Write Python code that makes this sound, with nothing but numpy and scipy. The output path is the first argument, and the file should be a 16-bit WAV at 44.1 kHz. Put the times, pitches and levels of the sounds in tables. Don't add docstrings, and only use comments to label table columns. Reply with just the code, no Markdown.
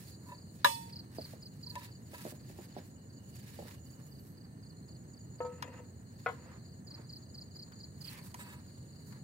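import sys
import numpy as np
from scipy import signal
from scipy.fft import rfft, irfft, next_fast_len
from scipy.io import wavfile
from scipy.ndimage import uniform_filter1d, map_coordinates

SR = 44100
rng = np.random.default_rng(int(sys.argv[2]) if len(sys.argv) > 2 else 0)


def wav_record(signal):
    frames = np.transpose(np.atleast_2d(signal))
    bounded = np.clip(frames, -1, 1)
    quanta = np.round(bounded * 32767).astype(np.int16)
    wavfile.write(sys.argv[1], SR, quanta)


def natural_amplitude(level_db):
    exponent = np.asarray(level_db, float) / 20
    return 10 ** exponent


N = 407043


def unit(x):
    return x / np.sqrt(np.mean(x ** 2) + 1e-20)


def along(points, hz):
    f, v = np.transpose(points)
    return np.interp(np.log(hz + 1), np.log(f + 1), v)


def curves(rows):
    s, *columns = np.transpose(rows)
    return [np.interp(np.arange(N) / SR, s, column) for column in columns]


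def wobble(rate):
    knots = rng.standard_normal(int(N * rate / SR) + 4)
    return map_coordinates(knots, [np.arange(N) * rate / SR])


def evenly(first, last, gap):
    return np.linspace(first, last, round((last - first) / gap) + 1)


def swells(rows, rise, fall):
    t = np.arange(0, N / SR, 1 / 1000)
    s, hold, db = np.transpose(rows)[..., None]
    before = np.clip(s - t, 0, None)
    after = np.clip(t - s - hold, 0, None)
    power = natural_amplitude(2 * (db - rise * before - fall * after)).sum(axis=0)
    return np.interp(np.arange(N) / SR, t, power)


# f/Hz, shared power fraction [1]
COHERENCE = [(60, 1), (300, 0.94), (700, 0.8), (1500, 0.59), (4000, 0.071)]


def rush(spectrum, lag):
    m = next_fast_len(N)
    hz = np.fft.rfftfreq(m, 1 / SR)
    shared, left, right = rfft(rng.standard_normal((3, m))) * natural_amplitude(along(spectrum, hz))
    alike = np.clip(along(COHERENCE, hz), 0, 1)
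    late = np.exp(-2j * np.pi * hz * lag / SR)
    common = np.sqrt(alike) * shared * [late, late ** 0]
    separate = np.sqrt(1 - alike) * np.array([left, right])
    return unit(irfft(common + separate, m)[:, :N])


def add(out, s, x, pan_db, lag):
    for side, sign in enumerate((1, -1)):
        part = out[side, max(round(s * SR + sign * lag / 2), 0):][:len(x)]
        part += natural_amplitude(sign * pan_db / 2) * x[:len(part)]


def echoes(x, decay, wet_db):
    hz, t, z = signal.stft(rng.standard_normal((2, SR // 3)), SR, nperseg=256)
    tail = signal.istft(z * natural_amplitude(-60 * t / along(decay, hz)[:, None]), SR, nperseg=256)[1]
    return x + natural_amplitude(wet_db) * signal.fftconvolve(x, tail / np.linalg.norm(tail[0]), axes=1)[:, :N]


def stroke(from_hz, to_hz, length, third_db, rise):
    samples = int(length * SR)
    u = np.arange(samples) / samples
    cycles = length * (from_hz * u + (to_hz - from_hz) * u * u / 2)
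    phase = 2 * np.pi * cycles + rng.uniform(0, 2 * np.pi)
    rough = unit(uniform_filter1d(rng.standard_normal(len(u)), size=60))
    swell = np.sin(np.pi * u ** rise) ** 1.3
    return unit(swell * (np.sin(phase) + natural_amplitude(third_db) * rough * np.sin(3 * phase)))


def crowd(shape, count):
    hz, db, t60 = np.transpose(shape)
    shift, damping = rng.random((2, count))
    place = np.interp(np.arange(count) + shift, [0, count], np.log(hz[[0, -1]]))
    decay = np.interp(place, np.log(hz), t60) * (.5 + damping)
    return np.transpose([np.exp(place), np.interp(place, np.log(hz), db), decay])


def ring(modes, attack, depth=.5, spread=1):
    hz, db, t60 = np.transpose(modes)[..., None]
    t60 = np.clip(t60, .005, .55)
    t = np.arange(int(t60.max() * SR)) / SR
    scatter, phase, beat, start = rng.random((4, len(modes), 1))
    twin = 1 + depth * np.sin(2 * np.pi * (30 * beat * t + start))
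    decay = natural_amplitude(db + 3 * scatter - 60 * t / t60)
    x = (twin * decay * np.sin(2 * np.pi * (hz * t + spread * phase))).sum(axis=0)
    x *= 1 - np.exp(-t / attack)
    return x / np.abs(x).max()


# f/Hz, density level/dB
NIGHT_SPECTRUM = [(18, -63.5), (35, -33.5), (86, -1.5), (124, 0), (245, -7.5), (336, -14.5), (700, -26),
                  (1190, -33), (1810, -32.5), (2400, -45), (3600, -51.5), (5700, -48.5), (8000, -36),
                  (10500, -50), (16000, -43)]


def night():
    whine = natural_amplitude(-85.5 + 3 * wobble(3.3)) * np.sin(2 * np.pi * 1780 * np.arange(N) / SR)
    level = natural_amplitude(-51 + 0.2 * wobble(0.29)) * natural_amplitude([[-.4], [.4]])
    return level * rush(NIGHT_SPECTRUM, lag=14.5) + whine


def choir(from_hz, to_hz, length, count):
    beats = np.zeros((2, N))
    side, at, size = rng.random((count, 3)).T
    beats[(2 * side).astype(int), (N * at).astype(int)] = natural_amplitude(5.7 * size)
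    one = stroke(from_hz, to_hz, length, third_db=-80, rise=0.67)
    out = signal.fftconvolve(beats, one[None], axes=1)[:, :N]
    return unit(echoes(out, [(5000, 0.21)], wet_db=-0.5))


# t/s, field choir level/dB, high choir level/dB, deep choir level/dB
CHORUS_LEVELS = [
    (0.0, -67.5, -74.5, -87.5),
    (3.85, -75, -89, -77),
    (4.39, -75.5, -81.5, -87),
    (7.81, -69, -79.5, -88),
    (8.2, -68.5, -72.5, -82),
    (9.23, -68, -78, -88),
]


def chorus():
    field_db, high_db, deep_db = curves(CHORUS_LEVELS)
    field = natural_amplitude(field_db) * choir(4850, 3700, 0.031, count=1000)
    small = natural_amplitude(-78.5) * choir(6200, 6900, .013, count=1500)
    deep = natural_amplitude(deep_db - 1) * choir(3050, 2710, 0.019, count=500)
    high = natural_amplitude(high_db) * choir(9300, 7920, 0.0041, count=2000)
    return field + small + deep + high


# t/s, hold/s, hiss level/dB, straw level over the hiss/dB
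SLEEVE_RUBS = [(0, 0.082, -63, -3), (0.29, .01, -68, -13), (.555, .01, -70, -18), (0.628, .3, -77, 10),
               (1.184, 0.15, -67, 0), (1.445, 0.18, -76.5, -3), (1.727, .01, -66.5, -10),
               (1.824, 0.02785, -62.5, 2), (2.157, 0.16, -61, -2), (2.5, 0.14, -68, 1),
               (2.774, 0.018, -75, 10), (2.866, .02, -70, -4), (3.304, 0.066, -69.5, -4.5),
               (3.413, 0.32, -66, 1.5), (3.8, .5, -73.5, -9.5), (6.215, 0.11, -74, 3), (8.653, .3, -82, 2),
               (9.081, 0.011, -65, -15.5)]
CLOTH_FLICKS = [
    (8.04, .02, -66.5, -18),
    (8.09, .04, -60.5, -2),
    (8.17, .02, -65.5, 1),
    (8.27, 0.0054, -60, -6),
    (8.395, .03, -60.5, -3.5),
    (8.5, .04, -65.5, -4),
]
# t/s, hold/s, level/dB
CARD_SCRAPES = [(0, 0.05, -69), (.3, 0.021, -63), (.6, 0.0087, -87), (1.05, 0.011, -74),
                (1.22, 0.14, -66.5), (1.85, .01, -67), (2.2, 0.14, -63.5), (2.6, .01, -64.5),
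                (2.8, .01, -63.5), (3.42, .13, -70), (3.68, .01, -59.5), (4, 0.0094, -65.5),
                (4.45, .01, -78), (5.45, 0.24, -66), (5.66, 0.12, -60.5), (6.3, 0.23, -61),
                (6.55, 0.0068, -61), (6.98, 0.011, -61), (7.72, .01, -67), (8.11, 0.066, -60),
                (8.27, 0.0084, -61.5), (8.4, 0.022, -57.5), (8.49, .05, -57.5), (9, 0.12, -68),
                (9.15, .01, -63)]


def rustle():
    # rows, rise and fall [dB/s]
    cloth = [(np.array(SLEEVE_RUBS), 140, 200), (np.array(CLOTH_FLICKS), 214, 270)]
    dragged = swells(CARD_SCRAPES, 120, 167)
    moved = sum(swells(rows[:, :3], rise, fall) for rows, rise, fall in cloth)
    stirred = sum(swells(rows[:, :3] + rows[:, 3:] * [0, 0, 1], rise, fall) for rows, rise, fall in cloth)
    grain = natural_amplitude(2.6 * wobble(60) + 1.5 * wobble(400))
    hiss = rush([(2500, -30), (4500, -6.5), (8000, -1.0), (12000, -1.5), (16000, -2.0)], lag=22)
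    straw = rush([(1200, -35.0), (1680, 0.5), (2150, -5.5), (2680, -5.5), (3300, -8), (3900, -3.5),
                  (5500, -7.5), (9000, -53.0)], lag=16)
    scrape = rush([(400, -23.0), (495, -3), (700, -10.5), (950, 0), (1120, -1.0), (1300, -4.5),
                   (1800, -2.5), (2300, -11.0), (4000, -42.5)], lag=7.25)
    layers = natural_amplitude(6.0) * np.sqrt(moved + natural_amplitude(2 * -87)) * hiss
    layers += natural_amplitude(-2.5) * np.sqrt(dragged + natural_amplitude(2 * -75.5)) * scrape
    layers += natural_amplitude(2.0) * np.sqrt(stirred + natural_amplitude(2 * -15) * dragged + natural_amplitude(2 * -85)) * straw
    return natural_amplitude([[-1.5], [1.5]]) * unit(grain) * layers


# first t/s, last t/s, level over the effort/dB
TRILL_PHRASES = [(.035, .47, -4), (.085, .53, -4), (.816, .816, 0), (1.261, 2.352, -1.5),
                 (2.462, 4.014, -0.5), (4.634, 5.521, -1.5), (5.622, 6.397, -2), (6.512, 7.958, -2),
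                 (6.23, 6.34, -7), (7.68, 7.9, -6.5), (8.14, 8.722, -5), (8.66, 8.77, -6.5),
                 (8.85, 9.181, -5), (8.9, 9.12, -10)]
# t/s, level/dB
TRILL_EFFORT = [(0, -66), (.5, -69), (1.3, -71.5), (1.9, -69), (2.25, -67), (2.9, -70), (3.25, -68.5),
                (3.65, -71.5), (3.9, -68), (4.63, -75), (4.8, -69), (5.4, -63), (6.05, -70.5), (6.3, -67),
                (6.9, -69.5), (7.8, -66), (8.2, -71), (8.5, -66)]
# t/s, left-right level/dB
TRILL_SHADOW = [
    (0.0, -0.5),
    (3.01, 0.5),
    (3.6, -7.5),
    (4.76, -1),
    (8.0, 2),
    (9.23, 0.5),
]


def trill_cricket():
    out = np.zeros((2, N))
    for first, last, db in TRILL_PHRASES:
        for s in evenly(first, last, .111):
            for k, scatter in enumerate(rng.standard_normal(size=4)):
                level = natural_amplitude(db + 1.5 + 0.32 * k + 1.2 * scatter)
                note = stroke(6680, 7280, 0.0165, third_db=-70, rise=0.65)
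                add(out, s + .0172 * k, level * note, 0, lag=4.5)
    pan_db, effort_db = curves(TRILL_SHADOW)[0], curves(TRILL_EFFORT)[0]
    sides = natural_amplitude([effort_db + pan_db / 2, effort_db - pan_db / 2])
    return sides * echoes(out, [(7000, .07)], wet_db=-3)


def field_stroke(pitch, fall=0.94):
    return stroke((4560 + 660 * fall) * pitch, (4560 - 660 * fall) * pitch, 0.0245, third_db=-21, rise=.9)


# t/s, stroke gap/s, level/dB, left-right level/dB
THREE_STROKES = [
    (0.922, 0.032, -51, -1),
    (1.176, 0.032, -51.5, -2),
    (1.626, 0.034, -49, -4),
    (6.867, .035, -53.5, -1.5),
    (7.09, 0.033, -52.5, 0),
    (7.34, .034, -52.5, -0.5),
    (7.554, 0.032, -52, 0.5),
    (8.006, .033, -52.5, -7),
]
TWO_STROKES = [
    (0.714, .027, -48.5, 1),
    (1.419, .034, -52.5, 0),
    (7.799, .031, -54, 0.94),
]
# first t/s, last t/s, level/dB, left-right level/dB
FAR_BOUTS = [(.069, 0.34, -65.5, -1), (.821, .821, -64.5, -2), (1.876, 1.78, -66, 0),
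             (2.143, 2.64, -70.5, 2), (3.094, 3.57, -70.5, -1.5), (3.856, 4.88, -66.5, -3.5),
             (5.13, 5.38, -69, -1), (6.153, 6.4, -74, 3), (6.646, 6.646, -68.5, 3), (6.969, 7.72, -67.5, 1),
             (8.182, 8.182, -68.5, 3), (8.3, 8.3, -70.5, -4), (8.428, 8.919, -69.5, -3),
             (9.041, 9.041, -77, 3)]


def field_cricket():
    out = np.zeros((2, N))
    for chirps, count in ((THREE_STROKES, 3), (TWO_STROKES, 2)):
        for s, gap, db, pan_db in chirps:
            for k, (size, pitch, turn) in enumerate(rng.standard_normal(size=(count, 3))):
                level = natural_amplitude(db - 2 * (k == 0) + 0.89 * size)
                note = field_stroke(1 + .0087 * pitch)
                add(out, s + gap * k, level * note, pan_db + 1.7 * turn, lag=-7.5)
    for first, last, db, pan_db in FAR_BOUTS:
        for s in evenly(first, last, .255):
            for k, scatter in enumerate(rng.standard_normal(size=3)):
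                level = natural_amplitude(db + 1.0 + 1.4 * scatter)
                add(out, s + .0345 * k, level * field_stroke(1.01, fall=0.61), pan_db, lag=7.38)
    out = out + natural_amplitude(-7.5) * np.roll(out, round(.0024 * SR), axis=1)
    return echoes(natural_amplitude(-.3) * out, [(4500, .12)], wet_db=-8.5)


# t/s, peak level/dB, left-right level/dB
CLICKS = [
    (0.2394, -66, 4),
    (0.4494, -75, 11),
    (0.5544, -60.5, -0.5),
    (2.2647, -43, -3),
    (3.7085, -45.5, -4),
    (5.6237, -28, 6),
    (7.7194, -47.5, 1.5),
    (9.123, -54, 14),
]
# f/Hz, level/dB, t60/s
SNAP_MODES = [(710.6, -14, 0.019), (1050, 0.5, 0.035), (3157, -12.5, 0.054), (5500, -8, 0.025),
              (9700, -14.5, 0.017), (15490, -13.5, .035)]


def clicks(out):
    for s, db, pan_db in CLICKS:
        add(out, s, natural_amplitude(db) * ring(crowd(SNAP_MODES, count=110), 0.0009), pan_db, lag=13.35)


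# t/s, peak level/dB
POT_NUDGES = [(0.263, -56), (0.287, -45.5), (0.317, -38.5), (1.666, -56), (1.714, -58), (1.759, -32.5),
              (1.818, -50), (1.839, -62), (2.14, -52.5), (8.189, -60), (8.389, -48), (8.479, -60.5)]
# f/Hz, level/dB, t60/s
HELD_POT_MODES = [(573, -11.5, 0.11), (925, -9, 0.13), (983.5, 3.5, 0.08), (1768, -8.5, 0.066),
                  (2700, -13, 0.073), (3820, -14, 0.05)]


def pot_nudges(out):
    for s, db in POT_NUDGES:
        add(out, s, natural_amplitude(db) * ring(HELD_POT_MODES, 0.0036, depth=.2), -1.5, lag=7.3)


def sings(peaks, slides, pan_db, lag):
    m = next_fast_len(N)
    f = np.fft.rfftfreq(m, 1 / SR)
    body = 0
    for k, (centre, width, db) in enumerate(peaks):
        resonance = 1j * f * width / (centre * centre - f * f + 1j * f * width)
        body = body + (-1) ** k * natural_amplitude(db) * resonance
    grain = unit(natural_amplitude(3.3 * wobble(90)))
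    drive = np.sqrt(swells(slides, rise=740, fall=300)) * grain * rng.standard_normal(N)
    sung = irfft(rfft(drive, m) * body, m)[:N] / np.sqrt(np.mean(np.abs(body) ** 2))
    out = np.zeros((2, N))
    add(out, .001, sung, pan_db, lag)
    return out


# f/Hz, width/Hz, level/dB
POT_RESONANCES = [(971, 35, 0.5), (1313, 50, -8), (1677, 45, 1), (2000, 70, -8.5), (2630, 65, -2),
                  (3800, 88, -10.5)]
# t/s, hold/s, level/dB
POT_DRAGS = [
    (.3, .03, -64),
    (1.72, .03, -67),
    (1.81, 0.015, -56.5),
    (1.867, 0.017, -65),
    (2.13, .09, -59),
    (3.421, .2, -71.5),
    (8.394, 0.03, -54),
    (8.48, 0.057, -58.5),
]


def pot_slides():
    return sings(POT_RESONANCES, POT_DRAGS, pan_db=-1.5, lag=9.2)


# t/s, peak level/dB, left-right level/dB, left lag [samples]
POT_STRIKES = [
    (.645, -11, -7.5, -26),
    (0.6496, -11, 8, -19.5),
]
# f/Hz, level/dB, t60/s
BASE_MODES = [(564, -6, .11), (912, -1, .07), (986, 5, .065), (1194, -2, .13), (1672, 2, .05),
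              (1789, -9, .07), (3835, 0, .04), (5100, -7, .03)]
# f/Hz, level/dB, t60/s
WALL_MODES = [(921, -1, .55), (1836, -16, .55), (2600, -11, .45), (3005, -14, .33), (2855, -12, .3),
              (3472, -13, .42), (4489, -14, .45), (4187, -11, .4), (5540, -15, .46), (6315, -22, .45),
              (7827, -16, .5), (8328, -19, .3), (11290, -26, .4), (12590, -21, .42)]
# f/Hz, level/dB, t60/s
SHEEN_MODES = [(1946, -8.5, 0.15), (3500, -12, .25), (5600, -11, 0.38), (7200, -11.5, .5),
               (8880, -8.5, 0.41), (12500, -11.5, .5), (15570, -14, 0.5)]


def pot_clank(out):
    for s, db, pan_db, lag in POT_STRIKES:
        add(out, s, natural_amplitude(db) * ring(BASE_MODES, 0.00065, depth=.15), pan_db, lag)
    s, db, pan_db, lag = POT_STRIKES[0]
    add(out, s, natural_amplitude(db - 13.5) * ring(WALL_MODES, 0.00099, depth=.3), pan_db, lag)
    add(out, s, natural_amplitude(db - 15) * ring(crowd(SHEEN_MODES, count=170), .001), pan_db, lag)
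    add(out, s, natural_amplitude(db - 4.5) * ring(crowd(SNAP_MODES, count=90), 0.00029), pan_db, lag)


# t/s, peak level/dB
SOFT_PATS = [(1.185, -28), (1.335, -41), (2.134, -41), (2.252, -32), (2.266, -35.5), (2.323, -40),
             (2.499, -45), (2.588, -38), (2.766, -32), (2.784, -38), (3.59, -34), (3.623, -42),
             (3.654, -45.5), (6.46, -46.5), (6.97, -53), (6.992, -45)]
# f/Hz, level/dB, t60/s
SOFT_MODES = [(227.5, -3, 0.037), (400, -4.5, 0.051), (616, -2.5, 0.05), (970, -20, 0.066),
              (1582, -53, 0.056)]


def pats(out):
    for s, db in SOFT_PATS:
        add(out, s, natural_amplitude(db) * ring(crowd(SOFT_MODES, count=36), 0.0018, spread=0.32), -2.5, lag=11.6)


# t/s, peak level/dB, left-right level/dB
KNUCKLE_CLICKS = [
    (1.754, -34, 2),
    (8.1864, -43, -5),
    (8.3427, -34, -2),
]
# f/Hz, level/dB, t60/s
DULL_MODES = [(708, -10, .02), (990, -1, 0.028), (1400, -13, .02), (2190, -6, .025), (3100, -11, .02),
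              (4600, -9, 0.022), (15500, -12.5, 0.018)]


def knuckles(out):
    for s, db, pan_db in KNUCKLE_CLICKS:
        add(out, s, natural_amplitude(db) * ring(crowd(DULL_MODES, count=90), 0.0009), pan_db, lag=13)


# t/s, f/Hz, level/dB
LOW_STRAND = [
    (4.03, 9500, -90),
    (4.1, 10800, -82),
    (4.155, 12000, -81),
    (4.185, 12050, -79),
    (4.21, 12400, -64),
    (4.25, 11850, -75),
    (4.3, 11900, -74),
    (4.325, 11000, -77),
    (4.35, 9600, -86),
]
HIGH_STRAND = [
    (4.02, 10800, -88),
    (4.065, 12200, -71),
    (4.11, 13700, -74),
    (4.17, 14500, -82),
    (4.2, 13500, -86),
    (4.22, 14500, -83),
    (4.255, 14000, -80),
    (4.295, 14150, -79),
    (4.32, 13300, -71),
    (4.355, 10600, -81),
]


def squeak():
    t, out = np.arange(N) / SR, np.zeros(N)
    for strand in (LOW_STRAND, HIGH_STRAND):
        hz, db = curves(strand)
        hz = uniform_filter1d(hz, size=500)
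        sounding = (t > strand[0][0]) * (t < strand[-1][0])
        out += sounding * natural_amplitude(db + 3 * wobble(30)) * np.sin(2 * np.pi * np.cumsum(hz) / SR)
    return out


def ground_cricket():
    out = np.zeros((2, N))
    for k in range(6):
        for s in 4.645 + 0.06 * k + np.array([0, .016]):
            add(out, s, natural_amplitude(-70) * stroke(4350, 4100, .012, third_db=-70, rise=.8), 0, lag=9)
            add(out, s, natural_amplitude(-76) * stroke(9300, 8000, .013, third_db=-66.5, rise=.8), 0, lag=8.4)
    return echoes(out, [(5000, .08)], wet_db=-6)


# t/s, peak level/dB, left-right level/dB, left lag [samples]
EDGE_LANDINGS = [
    (5.403, -26, 1, -4.5),
    (5.447, -31, 0, 1.5),
    (5.64, -50, 7, -5),
    (5.789, -51, 8, 3),
]
# f/Hz, level/dB, t60/s
WOOD_MODES = [(407, -16, 0.19), (494.3, 4.5, 0.25), (618.5, -12.5, 0.14), (706, -10, 0.13), (925, -5, 0.21),
              (1050, -14.5, 0.17), (1290, -11.5, 0.33), (1780, -20, 0.094)]
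# f/Hz, level/dB, t60/s
CARD_MODES = [(353, -28, 0.11), (452, -6, 0.16), (900, -5, 0.1), (1450, -9.5, 0.19), (2150, -10, 0.12),
              (2850, -15.5, 0.14), (5990, -24.5, 0.043)]


def board_edge(out):
    for s, db, pan_db, lag in EDGE_LANDINGS:
        add(out, s, natural_amplitude(db) * ring(WOOD_MODES, 0.0015, depth=.2), pan_db, lag)
        add(out, s, natural_amplitude(db - 16) * ring(crowd(CARD_MODES, count=40), .001), pan_db, lag)


# f/Hz, width/Hz, level/dB
BOARD_RESONANCES = [(496, 35, 4.5), (968, 23, 1.5), (1290, 35, -8.5), (1800, 83, -10), (2050, 97, -12),
                    (2480, 55, -13.5), (2710, 110, -12.5)]
# t/s, hold/s, level/dB
BOARD_DRAGS = [
    (5.5, 0.14, -62),
    (5.645, 0.041, -54),
    (5.72, 0.062, -56.5),
    (6.32, .2, -65.5),
]


def board_slides():
    return sings(BOARD_RESONANCES, BOARD_DRAGS, pan_db=4.0, lag=-3)


# t/s, peak level/dB, left-right level/dB, left lag [samples]
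FLAT_LANDINGS = [
    (6.261, -18.5, 2.4, -2.5),
    (6.288, -31, 5, -8),
]
# f/Hz, level/dB, t60/s
FLAT_MODES = [(475, 0, 0.19), (635, -1, .07), (747, 0.5, 0.09), (973, -3, .09), (1068, -6, 0.19),
              (1109, -5.5, 0.094), (1295, -5, .1), (1403, -5, 0.13), (1465, 1, .07), (2020, -3.5, .075),
              (2104, -7.5, 0.086), (2250, -13.5, 0.11), (2455, -11, 0.085), (3300, -23, 0.08)]


def board_slap(out):
    for s, db, pan_db, lag in FLAT_LANDINGS:
        add(out, s, natural_amplitude(db - 1.5) * ring(FLAT_MODES, 0.00055, depth=0.4), pan_db, lag)
        add(out, s, natural_amplitude(db - 5.5) * ring(crowd(CARD_MODES, count=60), 0.00026), pan_db, lag)


def swish():
    start_s, hold_s = 8.06, 0.138
    level = np.sqrt(swells([(start_s, hold_s, -59)], rise=520, fall=500))
    late = np.clip((np.arange(N) / SR - start_s) / hold_s, 0, 1)
    band = lambda hz: rush([(.6 * hz, -30), (0.89 * hz, 0), (1.15 * hz, 0), (1.8 * hz, -30)], lag=18)
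    return level * (np.sqrt(1 - late) * band(2850) + np.sqrt(late) * band(2000))


# f/Hz, width/Hz, level/dB
RIM_RESONANCES = [(7500, 200, -3), (8250, 180, 5), (8950, 200, -6), (11700, 300, -11)]
# t/s, hold/s, level/dB
RIM_BRUSHES = [
    (8.395, .012, -55),
    (8.42, .01, -71),
    (8.47, .05, -68),
    (8.56, .01, -76),
]


def rim_brush():
    return sings(RIM_RESONANCES, RIM_BRUSHES, pan_db=-2, lag=12)


# f/Hz, t60/s
TENT_DECAY = [(300, 0.16), (2000, 0.096), (10000, 0.057)]


def hands():
    out = np.zeros((2, N))
    for knock in (clicks, pot_nudges, pot_clank, pats, knuckles, board_edge, board_slap):
        knock(out)
    out = signal.sosfilt(signal.butter(2, 220, 'high', fs=SR, output='sos'), out)
    return echoes(out, TENT_DECAY, wet_db=-12)


def scene():
    crickets = chorus() + trill_cricket() + field_cricket() + ground_cricket()
    slides = pot_slides() + board_slides() + rim_brush()
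    return night() + crickets + rustle() + hands() + slides + squeak() + swish()


def band_limit(x):
    return signal.sosfilt(signal.butter(12, 16480, fs=SR, output="sos"), x)


def record(dry):
    m = next_fast_len(N)
    gain = np.where(np.fft.rfftfreq(m, 1 / SR) < 15800, 1, natural_amplitude(-39.0))
    limited = irfft(rfft(dry, m) * gain, m)[:, :N]
    return band_limit(limited)


dry = scene()
out = record(dry)
wav_record(out)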